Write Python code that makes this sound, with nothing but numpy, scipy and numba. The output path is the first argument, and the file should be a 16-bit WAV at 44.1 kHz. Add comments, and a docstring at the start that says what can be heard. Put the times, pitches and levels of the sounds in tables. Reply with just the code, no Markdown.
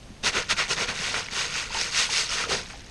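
"""Sieving gravel in a stream

Wet gravel is shaken to and fro in a wooden sieve held in a shallow stream: quick hard strokes, then
slower swirls, then a lift. On each stroke the pebbles slide and collide by the thousand, rumble on the
mesh and frame, and churn the water into bubbles. The sieve drains at the end; the stream and a low
outdoor rumble lie underneath."""
import sys
import numpy as np
from scipy import signal
from scipy.fft import rfft, irfft, next_fast_len
from scipy.io import wavfile
from numba import njit

SR = 44100
rng = np.random.default_rng(int(sys.argv[2]) if len(sys.argv) > 2 else 0)


def bounce(signal):
    """Save signal as a 16-bit WAV file at the path given by the first command-line argument."""
    frames = np.transpose(np.atleast_2d(signal))
    limited = np.clip(frames, -1, 1)
    pcm = np.round(limited * 32767).astype(np.int16)
    wavfile.write(sys.argv[1], SR, pcm)


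N = 127890


def undb(db):
    """Turn decibels into a number to multiply by."""
    return 10 ** (np.asarray(db) / 20)


def unit(x):
    """Scale a sound so its average level (rms) is 1."""
    return x / np.sqrt(np.mean(x ** 2) + 1e-18)


def colour(x, points):
    """Shape the bass and treble along a curve of (pitch_hz, level_db) points."""
    point_hz, point_db = np.array(points, float).T
    size = 2 * next_fast_len(N)
    hz = np.maximum(np.fft.rfftfreq(size, 1 / SR), 1)
    gain = undb(np.interp(np.log(hz), np.log(point_hz), point_db))
    cepstrum = irfft(np.log(gain))
    cepstrum[1:size // 2] *= 2  # folded so the filter rings after a hit, never before
    cepstrum[size // 2 + 1:] = 0
    return irfft(rfft(x, size) * np.exp(rfft(cepstrum)))[:N]


@njit
def rings(start_s, hz, ring_s, size, glide):
    """Short tones that fade 60 dB in ring_s; a glide of 0.1 lifts their pitch by a tenth meanwhile."""
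    out = np.zeros(N)
    for k in range(len(start_s)):
        first, n = int(start_s[k] * SR), int(ring_s[k] * SR) + 2
        tone = size[k] + 0j
        step = np.exp(2j * np.pi * hz[k] / SR - np.log(1000) / n)
        bend = np.exp(2j * np.pi * hz[k] * glide / SR / n)
        for i in range(max(first, 0), min(first + n, N)):
            out[i] += tone.imag
            tone *= step
            step *= bend
    return out


def grains(force, per_s, lo_hz, hi_hz, cycles, spread_db, glide=0.):
    """Many tiny random rings: more force makes them both more frequent and louder."""
    when, pitch, size, length = rng.random((int(per_s * N / SR), 4)).T
    start_s = np.interp(when, np.cumsum(force) / np.sum(force), np.arange(N) / SR)
    hz = np.minimum(lo_hz + (hi_hz - lo_hz) * pitch ** 2, SR / 2 - 1)
    ring_s = cycles * 2 ** (2 * length - 1) / hz
    strength = undb(-spread_db * np.log(size + .02))  # many weak, a few strong
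    strength *= np.sqrt(force[(start_s * SR).astype(int)] * hz * (pitch + .1))
    return unit(rings(start_s, hz, ring_s, strength, glide)) * np.sqrt(np.mean(force ** 2))


# The tone of the stream and the outdoor air. Columns: pitch_hz, level_db
STREAM_TONE = [(20, -2.5), (30, -3.5), (60, -7), (110, -10.5), (180, -12), (300, -18), (600, -22),
               (1200, -27.5), (3000, -28), (6000, -31), (9000, -30), (13000, -38)]


def stream():
    """The stream washes steadily over a low rumble, with faint ripples."""
    ripples = grains(np.ones(N), per_s=120, lo_hz=400, hi_hz=5000, cycles=16, spread_db=4, glide=.2)
    wash = unit(colour(rng.standard_normal(N), STREAM_TONE))
    return undb(-46) * wash + undb(-64) * ripples


def water(t, force):
    """Each push churns up bubbles and a deep surge; at the end the lifted sieve trickles."""
    bubbles = grains(force, per_s=130, lo_hz=418, hi_hz=1693, cycles=21, spread_db=2.5, glide=.33)
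    surge_tone = [(20, -1), (70, -3), (150, 2), (260, -2.5), (600, -30)]
    surge = force * unit(colour(rng.standard_normal(N), surge_tone))
    draining = np.interp(t, [2.5, 2.64, 2.9], [0, 1.2, .7]) + 1e-9
    trickle = grains(draining, per_s=200, lo_hz=1700, hi_hz=8500, cycles=14, spread_db=3, glide=.15)
    trickle = colour(trickle, [(800, 3), (2400, 1.5), (5000, 0), (10000, 0)])
    return undb(-7.5) * bubbles + undb(-8) * surge + undb(-48) * trickle


# The notes at which the loaded frame and mesh ring. Columns: pitch_hz, width_hz, level_db
FRAME_NOTES = [(176, 120, -5.5), (380, 81, -15), (475, 104, 5), (730, 260, -2.5)]


def frame_rumble(force):
    """Stones thud on the mesh and ring the wet wooden frame."""
    thuds = grains(force, per_s=900, lo_hz=300, hi_hz=2520, cycles=2, spread_db=3.5)
    wood = sum(undb(db) * signal.lfilter(*signal.iirpeak(hz, hz / width_hz, fs=SR), thuds)
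               for hz, width_hz, db in FRAME_NOTES)
    muffled = signal.sosfilt(signal.butter(2, 1300, fs=SR, output="sos"), wood)
    return undb(-1.5) * unit(muffled) * np.sqrt(np.mean(force ** 2))


# Big bubbles in the water. Columns: start_s, level_db, pitch_hz, ring_s
BIG_BUBBLES = [(.103, -34, 202, 0.097), (.238, -29, 239.3, 0.054), (.364, -23.5, 353, 0.074),
               (.529, -31, 184, 0.081), (.600, -29, 500, 0.055), (0.998, -28.5, 181, .08),
               (1.168, -28.5, 466, 0.044), (1.319, -32.5, 164, 0.097), (1.705, -31, 900, 0.034),
               (1.748, -22.5, 880, 0.052), (1.769, -26.5, 896, .05), (2.092, -27.5, 864, 0.045),
               (2.111, -30.5, 457, .04), (2.439, -21, 1250, 0.04), (2.460, -31, 467, 0.074),
               (2.491, -24.5, 445, 0.042), (2.530, -27.5, 390, 0.12), (2.739, -34, 770, 0.042)]


def plops():
    """Big bubbles ring, each shed three quieter ones, and flutter in the churned water."""
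    split_s, split_octaves, flutter_depth, flutter_hz = .02, .35, .37, 131
    start_s, db, hz, ring_s = np.array(BIG_BUBBLES, float).T.copy()
    tones = rings(start_s, hz, ring_s, undb(db), glide=.18)
    tones -= rings(start_s, hz, ring_s / 10, undb(db), glide=.014)  # softens each start
    for late, detune in rng.uniform(size=(len(start_s), 3, 2)).transpose(1, 2, 0):
        shed_hz = hz * 2 ** (split_octaves * (2 * detune - 1))
        tones += rings(start_s + split_s * late, shed_hz, ring_s / 2, undb(db - 11.5), glide=.13)
    smooth = signal.butter(2, flutter_hz, fs=SR, output="sos")
    swell, turn = (unit(signal.sosfilt(smooth, rng.standard_normal(N))) for _ in range(2))
    flutter = 1 + flutter_depth * (swell + 1j * turn)  # wobbles both loudness and pitch
    return np.real(signal.hilbert(tones) * flutter) / np.sqrt(1 + 2 * flutter_depth ** 2)


# Hard knocks: mostly single stones striking, the first one the sieve slapping the water. 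Columns: start_s,
# level_db, pitch_hz
HARD_KNOCKS = [(0.2364, -23, 2630), (0.245, -19, 3800), (.3685, -12.5, 2440), (.372, -21, 1700),
               (0.5111, -12.5, 3590), (0.515, -16, 2500), (.5225, -15.5, 2100), (0.5258, -17, 4230),
               (.7095, -15, 2600), (0.7143, -18, 4750), (.731, -17, 4400), (.892, -19, 2440),
               (1.142, -16, 1450), (1.261, -25, 2580), (1.266, -27.5, 4830), (1.285, -21, 2150),
               (1.745, -18.5, 3000), (1.812, -12, 5300), (1.817, -19, 5900), (2.023, -14, 3180),
               (2.045, -27, 4200)]
# The tones inside one such hit. Columns: pitch_ratio, ring_s, level_db, delay_s
KNOCK_TONES = [(.55, 0.0038, -14.5, 0.0043), (1, 0.01, -0.5, 0.0012), (1.55, 0.0059, -11, 0)]


def knocks():
    """Each hard knock clacks with three very short tones."""
    start_s, db, hz = np.array(HARD_KNOCKS, float).T
    return sum(rings(start_s + delay_s, hz * ratio, np.full(len(hz), ring_s), undb(db + tone_db), 0.)
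               for ratio, ring_s, tone_db, delay_s in KNOCK_TONES)


# The strokes of the sieve; at start_s the stones break loose.
# Columns: start_s, peak_s, rise_s, fall_s, level_db, brightness_db, frame_and_water_db
SIEVE_STROKES = [ (.225, .278, .050, .026, -20, 1, -34.5), (.305, .372, .046, .056, -23.5, -3, -34.5),
                 (.481, .514, .026, .024, -20, .5, -38.5), (.559, .599, .039, .056, -22, -4, -40),
                 (.672, .723, .042, .027, -23.5, 3, -36), (.754, .820, .070, .040, -24.5, -2, -35),
                 (.864, .894, .028, .060, -28, -2, -37.5), (.935, 1.083, .182, .09, -28, 1.5, -44),
                 (1.128, 1.172, .06, .068, -27, -2.5, -39), (1.297, 1.401, .098, .107, -26, 2.5, -43),
                 (1.487, 1.575, .082, .105, -27.5, 1, -49), (1.700, 1.811, .122, .117, -27.5, 3.5, -43),
                 (1.900, 2, .076, .077, -20.5, 4.5, -45), (2.088, 2.194, .138, .070, -23.5, 6.5, -46),
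                 (2.275, 2.332, .061, .09, -27, 3.5, -44.5), (2.345, 2.411, .061, .060, -26.5, -1.5, -40),
                 (2.465, 2.519, .037, .084, -24.5, 2, -33.5), (2.688, 2.701, .02, .035, -38.5, -4, -56)]


def shaking(t):
    """Each stroke swells and dies away, pushing on the coarse stones, the fine grit and the frame."""
    begin_s, end_s, slip_s = .235, 2.62, .014  # slip_s: time for the heap to start sliding
    # Stones keep shifting a little between strokes.
    shifting = undb(-43) * np.clip((t - begin_s) / .01, 0, 1) * np.exp(-np.maximum(t - end_s, 0) / .07)
    coarse, fine, frame = shifting ** 2, shifting ** 2, (shifting * undb(-10)) ** 2
    for start_s, peak_s, rise_s, fall_s, db, bright_db, frame_db in SIEVE_STROKES:
        from_peak_s = np.abs(t - peak_s)
        swell_db = -12 * np.where(t < peak_s, (from_peak_s / rise_s) ** 1.8, (from_peak_s / fall_s) ** 1.6)
        swell = undb(swell_db) * np.clip((t - start_s) / slip_s, 0, 1)
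        coarse += (swell * undb(db - bright_db / 2)) ** 2
        fine += (swell * undb(db + bright_db / 2)) ** 2
        frame += (swell * undb(frame_db)) ** 2
    return np.sqrt(coarse), np.sqrt(fine), np.sqrt(frame)


# The tone of the clattering pebbles. Columns: pitch_hz, level_db
PEBBLE_TONE = [(100, -25), (450, -19), (620, -15), (850, -10), (1050, -4), (1300, -1.5), (1800, -1),
               (2450, 1), (3100, -2), (4800, -2), (6200, -2.5), (8000, -3.5), (10000, -9.5), (12000, -17)]


def gravel(coarse, fine):
    """Small pebbles click and larger ones clack; stones set the lower part of the sound, grit the top."""
    force = np.sqrt(coarse * fine) + 1e-9
    clicks = grains(force, per_s=14000, lo_hz=559, hi_hz=11490, cycles=15.3, spread_db=1.5)
    clacks = grains(force, per_s=600, lo_hz=1167, hi_hz=5620, cycles=17.5, spread_db=2, glide=.051)
    clatter = unit(colour(clicks + undb(-7.5) * clacks, PEBBLE_TONE)) * np.sqrt(np.mean(force ** 2))
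    low = signal.sosfiltfilt(signal.butter(2, 2920, fs=SR, output="sos"), clatter)
    high = clatter - low
    return undb(-.69) * (low * coarse + high * fine) / force


def sieve_echo(x):
    """Sound bounces briefly between the walls of the sieve and the water."""
    ring_s, echo_db = .027, -11.5
    t = np.arange(SR // 8) / SR
    tail = rng.standard_normal(len(t)) * undb(-60 * t / ring_s) * (t > .001)
    tail /= np.sqrt(np.sum(tail ** 2))
    return x + undb(echo_db) * signal.fftconvolve(x, tail)[:N]


def scene():
    """The sieve in the stream, at arm's length."""
    t = np.arange(N) / SR
    coarse, fine, frame = shaking(t)
    inside = sieve_echo(gravel(coarse, fine) + knocks() + plops())
    return (inside + frame_rumble(frame) + water(t, frame) + stream())[None]


# How strongly the microphone picks up each pitch. Columns: pitch_hz, level_db
MIC_TONE = [(20, 3), (6200, 0), (6520, 4.5), (6740, -3), (6960, -6), (8000, -5.5), (14000, -13.5)]


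def record(dry):
    """The microphone drops the deepest rumble, has a peak in the treble and dulls everything above it."""
    rumble_cut = signal.butter(2, 14, "high", fs=SR, output="sos")
    top_cut = signal.ellip(8, .2, 70, 11850, fs=SR, output="sos")
    heard = signal.sosfilt(rumble_cut, colour(dry[0], MIC_TONE))
    return signal.sosfilt(top_cut, heard)[None]


dry = scene()
out = record(dry)
bounce(out)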